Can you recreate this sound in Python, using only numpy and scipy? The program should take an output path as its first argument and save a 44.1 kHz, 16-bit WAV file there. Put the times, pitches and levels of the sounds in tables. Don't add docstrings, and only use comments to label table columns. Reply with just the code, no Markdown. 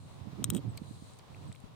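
import sys
import numpy as np
from scipy import signal
from scipy.fft import rfft, irfft
from scipy.io import wavfile

SR = 44100
rng = np.random.default_rng(int(sys.argv[2]) if len(sys.argv) > 2 else 0)


def store_wav(level_fs):
    pcm = np.round(np.clip(np.atleast_2d(level_fs), -1, 1) * 32767)
    wavfile.write(sys.argv[1], SR, pcm.T.astype(np.int16))


N = 77175


def undb(db):
    return 10 ** (np.asarray(db) / 20)


def unit(x):
    return x / np.sqrt(np.mean(x ** 2))


def pan(db):
    gains = undb(np.array([[db], [-db]]) / 2)
    return unit(gains)


def since(start):
    return np.maximum(np.arange(N) / SR - start, 0)


def noise(colour):
    hz, *sides = np.array(colour, float).T
    log_f = np.log(np.maximum(np.fft.rfftfreq(N, 1 / SR), 1))
    gain = undb([np.interp(log_f, np.log(hz), side) for side in sides])
    spectrum = rfft(rng.standard_normal((2, N)))
    return unit(irfft(spectrum * gain, N))


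def band(hz, width):
    f = np.fft.rfftfreq(N, 1 / SR)
    resonance = 1 / (1 + (2 * (f - hz) / width) ** 2)
    return unit(irfft(rfft(rng.standard_normal(N)) * resonance, N))


def air():
    # frequency in Hz, left and right relative density in dB per Hz.
    air_colour = [(30, -29, 2), (148, 0, 6.5), (465, 2, -5.5), (1045, -1.5, -1.5), (1580, -12, -13),
                  (2560, -14.5, -12.5), (3830, -18.5, -11), (5400, -21, -19), (8540, -21.5, -29),
                  (11250, -28, -29.5), (16700, -34, -32)]
    # time in seconds, level offset in dB.
    air_swell = [(0, -1), (.15, -2), (.35, 1.5), (.65, .5), (1.0, -0.65), (1.55, -0.5), (1.75, 0.5)]
    level_db, flicker_db = -56.5, 1.66
    swell_db = np.interp(since(0), *np.array(air_swell).T)
    flicker = flicker_db * band(0, 9.8)
    return undb(level_db + swell_db + flicker) * noise(air_colour)


def wind():
    # time in seconds, left dB, right dB.
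    wind_strength = [(0, -49, -49), (.17, -54.5, -47.5), (.25, -74, -43), (.31, -59, -46.5),
                     (.36, -55, -44.5), (.40, -45.5, -40), (.47, -48, -38.5), (.56, -54, -34.5),
                     (.62, -48, -44.5), (.67, -40, -40.5), (.76, -48.5, -45.5), (.88, -53.5, -47),
                     (1.05, -51, -51.5), (1.28, -61.5, -63.5), (1.318, -55, -47.5), (1.481, -47, -44),
                     (1.54, -52.5, -63), (1.75, -52.5, -52.5)]
    # frequency in Hz, relative density in dB per Hz.
    rumble_colour = [(20, -23), (48, -55), (66, -5.5), (90, 7), (140, 6), (200, -5.5), (300, -24.5),
                     (500, -29), (1200, -52), (4000, -80)]
    # frequency in Hz, relative density in dB per Hz.
    eddy_colour = [(60, -15), (150, -7), (250, 7), (370, -1), (520, -22), (800, -34), (2000, -29),
                   (6000, -73)]
    rumble_max_db = -39.5
    gust_db, eddy_db = -37.5, -4.5
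    eddy_growth = 1.935

    times, *sides = np.array(wind_strength).T
    wind_db = np.array([np.interp(since(0), times, side) for side in sides])
    rumble = undb(np.minimum(wind_db, rumble_max_db)) * noise(rumble_colour)
    eddies = undb(gust_db + eddy_db + eddy_growth * (wind_db - gust_db)) * noise(eddy_colour)
    return rumble + eddies


def bird():
    # start in seconds, level in dB.
    calls = [(.688, -59.5), (1.473, -63)]
    note_hz, slur_hz, slur_s = 7920, 957, 0.0075
    rise_s = 0.0096
    echo_db, echo_s = -15.5, 0.03
    out = 0
    for start, db in calls:
        t = since(start)
        hz = note_hz + slur_hz * np.exp(-(t / slur_s) ** 2)
        u, v = (t / rise_s) ** 2, t / echo_s
        note = np.sin(2 * np.pi * np.cumsum(hz) / SR) * np.sqrt(u) * np.exp((1 - u) / 2)
        echo = undb(echo_db) * band(note_hz, 260) * v ** 2 * np.exp(1 - v ** 2)
        out = out + undb(db) * (note + echo)
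    return out * pan(16)


def ticks():
    # peak in seconds, level in dB, centre in Hz, width in Hz, left-minus-right in dB.
    leaf_ticks = [(1.136, -50.5, 7780, 700, 22), (1.189, -54, 8750, 9000, 25), (1.194, -54, 3740, 3030, -8),
                  (1.347, -53, 2550, 600, 4), (1.518, -53.5, 1670, 2200, 8), (1.527, -53, 3550, 2200, -13),
                  (1.526, -50.5, 8150, 1600, 26), (1.549, -56.5, 2410, 1100, 5),
                  (1.553, -58, 8850, 10000, 15), (1.56, -52.5, 3630, 1500, -21),
                  (1.603, -57, 9200, 5000, 25)]
    rise_s = 0.00095
    out = 0
    for peak, db, hz, width, pan_db in leaf_ticks:
        u = since(peak - rise_s) / rise_s
        burst = band(hz, width) * u * np.exp(1 - u)
        out = out + undb(db) * pan(pan_db) * burst
    return out


def sleeve():
    # start in seconds, end in seconds, level in dB.
    brushes = [(-.05, .2, -67.5), (0.818, 1.18, -63.5), (1.294, 1.645, -70.5)]
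    # frequency in Hz, left and right relative density in dB per Hz.
    cloth_colour = [(1520, -27, -5), (2780, -4.5, -12.5), (4070, 3, 12), (5500, -2, -14), (6750, 2.5, -1),
                    (8940, 7.5, -23), (11600, -10, -22), (16000, -13, -36)]
    fade_s = 0.14
    t = since(0)

    def fade(x):
        return np.clip(x / fade_s + .5, 0, 1)

    level = sum(undb(db) * fade(t - start) * fade(end - t) for start, end, db in brushes)
    return noise(cloth_colour) * level


def bumps():
    # peak in seconds, level in dB before the trim, pitch in Hz,
    # half length in seconds, left-minus-right in dB.
    handling = [(.222, -35.5, 99, 0.009, -20), (.276, -35, 198, 0.0053, -29),
                (.333, -39.5, 163, 0.0059, -11), (0.399, -35, 204, 0.013, -27),
                (0.424, -33.5, 259, 0.0042, -36), (.455, -39.5, 108, .014, 6),
                (.492, -28, 153, 0.0037, -30), (.513, -35, 124, 0.0053, 19),
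                (0.527, -26.5, 202, 0.0033, -32), (0.55, -24.5, 184.7, 0.0089, -31),
                (.561, -27.5, 225, 0.0063, -15.5), (0.589, -39.5, 282, 0.011, -17),
                (0.648, -42, 270, 0.0072, -23), (.676, -27.5, 112, 0.011, -24),
                (.702, -40, 115, 0.0068, -6), (0.8196, -32, 182, 0.0033, -34),
                (.912, -36, 146, 0.0035, -37), (1.024, -36, 176, 0.0017, -36),
                (1.306, -39.5, 134, 0.0026, -17), (1.494, -37, 116, 0.013, -26),
                (1.642, -35, 147, 0.0017, 35)]
    trim_db, roughness, edge = -1, 0.34, 0.11
    out = 0
    for peak, db, hz, length, pan_db in handling:
        t = since(0) - peak
        swell = np.exp(-.5 * (t / length) ** 2)
        turn = 2 * np.pi * hz * t
        sharp = edge * swell ** 4 * np.cos(2 * turn)
        rough = roughness * band(1.55 * hz, 1.05 * hz)
        swing = -np.cos(turn) - sharp + rough
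        out = out + undb(db + trim_db) * pan(pan_db) * swing * swell
    return out


def strike(start):
    grit_db, contact_s = -21, .0007
    t = since(start)
    push = undb(grit_db) * rng.standard_normal(N) * (t > 0) * np.exp(-t / contact_s)
    push[int(start * SR)] += 1
    return push


def ring(push, mode, order):
    hz, t60, left_db, right_db = mode
    pole = np.exp((2j * np.pi * hz - np.log(1000) / t60) / SR)
    swing = signal.lfilter([2 * (1 - abs(pole))], [1, -pole], push + 1e-18).real
    return (-1) ** order * undb([[left_db], [right_db]]) * swing


def chain():
    # start in seconds, level in dB, extra dB into the modes over 7 kHz.
    links = [(0.7738, -21, 22.5), (0.776, -17, 4), (.7752, -21.5, 12), (0.7759, 0.5, -4), (0.7782, -4, -8),
             (.7810, -7, -10), (.7865, -17, -14)]
    # frequency in Hz, t60 in seconds, left dB, right dB.
    chain_modes = [(2290, 0.013, -16.5, -9.5), (3320, 0.012, -12.5, -12.5), (3240, 0.045, -23, -17),
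                   (4070, 0.025, -24, -1), (4520, 0.011, -7, -16), (6200, .005, -22, -33),
                   (7860, 0.012, -9.5, -39), (8750, 0.006, -17.5, -41), (10500, 0.00071, -27, -45),
                   (14300, 0.0028, -19, -44)]
    hits = [(strike(start) * undb(db), bright) for start, db, bright in links]
    out = 0
    for k, mode in enumerate(chain_modes):
        high = mode[0] > 7000
        blows = sum(push * undb(bright * high) for push, bright in hits)
        out = out + ring(blows, mode, order=k)
    return out


def hinge_scrape():
    level_db, slips_per_s = -33.5, 1700
    middle_s, width_s = .561, .016
    slips = (rng.random(N) < slips_per_s / SR) * rng.standard_normal(N)
    return undb(level_db) * slips * np.exp(-.5 * ((since(0) - middle_s) / width_s) ** 2)


def watch_case():
    # start in seconds, level in dB, then extra dB into the case modes
    # under 5 kHz, at 5-7.4 kHz and over 10 kHz, and extra dB into the lid's ring.
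    clicks = [(.4280, -51, 30.5, -12, -8, 5), (.4420, 2, -1, -2, -4, -11), (0.502, -1, -3, -7, 0.5, -6),
              (.5360, -28, 3, 0, -6, -1), (0.5487, -5, -5.5, -14, -11, 0.5), (0.5645, -25, 2, 1, -3, -6),
              (0.5671, -12.5, 1, -29, -4, -7), (0.5732, -19.5, -15, -24, -10, 19.5),
              (0.578, -37.5, 18, 6, -6, 12), (.5820, -37, 17, -20, -11, 10)]
    # frequency in Hz, t60 in seconds, left dB, right dB.
    case_modes = [(1190, 0.0086, -2.5, -11.5), (2600, 0.0035, -5.5, -8), (3135, 0.0088, 1, 4),
                  (3800, 0.013, 3, -14), (3950, 0.031, -3, -1.5), (5060, 0.0055, -11, -7.5),
                  (5420, 0.0072, -33, 4.5), (6320, 0.0061, -19, 0.5), (6300, 0.027, -15, 1),
                  (6880, 0.0063, 6.5, 3), (7810, 0.008, 7.5, -13), (8580, 0.0078, 10, -6),
                  (10610, 0.0026, 2.5, -28), (10930, 0.0051, 7.5, -20), (13400, 0.0026, 0.5, -29),
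                  (14960, 0.0026, 5, -3.5), (14960, 0.0048, 9, -5)]
    # frequency in Hz, t60 in seconds, left dB, right dB.
    lid_modes = [(3260, 0.068, -4, 2), (7850, .03, -15, -3.5)]
    scrape_low_db = -6.5

    scrape = hinge_scrape()
    hits = []
    for start, db, low, middle, top, lid in clicks:
        extra = (low, middle, 0, top)
        hits.append((strike(start) * undb(db), extra, lid))
    out = 0
    for k, mode in enumerate(case_modes):
        zone = np.searchsorted([5000, 7400, 10000], mode[0])
        blows = sum(push * undb(extra[zone]) for push, extra, _ in hits)
        rub = scrape * undb(scrape_low_db * (zone < 2))
        out = out + ring(blows + rub, mode, order=k)
    on_lid = sum(push * undb(lid) for push, _, lid in hits)
    return out + sum(ring(on_lid, mode, order=k) for k, mode in enumerate(lid_modes))


def port_lag(x):
    lag_s = .00003
    late = np.exp(-2j * np.pi * np.fft.rfftfreq(N, 1 / SR) * lag_s)
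    return np.array([x[0], irfft(rfft(x[1]) * late, N)])


def scatter(x):
    tail_db, t60_s = -43, 0.046
    decay = np.exp(-np.log(1000) * since(0) / t60_s)
    tail = undb(tail_db) * rng.standard_normal((2, N)) * decay
    return x + signal.fftconvolve(x, tail, axes=1)[:, :N]


def scene():
    surroundings = air() + wind() + bird() + ticks()
    handling = sleeve() + bumps()
    watch = scatter(port_lag(watch_case()) + chain())
    return surroundings + handling + watch


def record(dry):
    port_hz, port_width_hz = 3900, 650
    low_cut_hz, top_hz = 28, 16500
    r = np.exp(-np.pi * port_width_hz / SR)
    poles = [1, -2 * r * np.cos(2 * np.pi * port_hz / SR), r * r]
    x = signal.lfilter(poles[::-1], poles, dry)
    x = signal.sosfilt(signal.butter(4, low_cut_hz, "highpass", fs=SR, output="sos"), x)
    return signal.sosfilt(signal.ellip(8, .2, 70, top_hz, fs=SR, output="sos"), x)


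dry = scene()
out = record(dry)
store_wav(out)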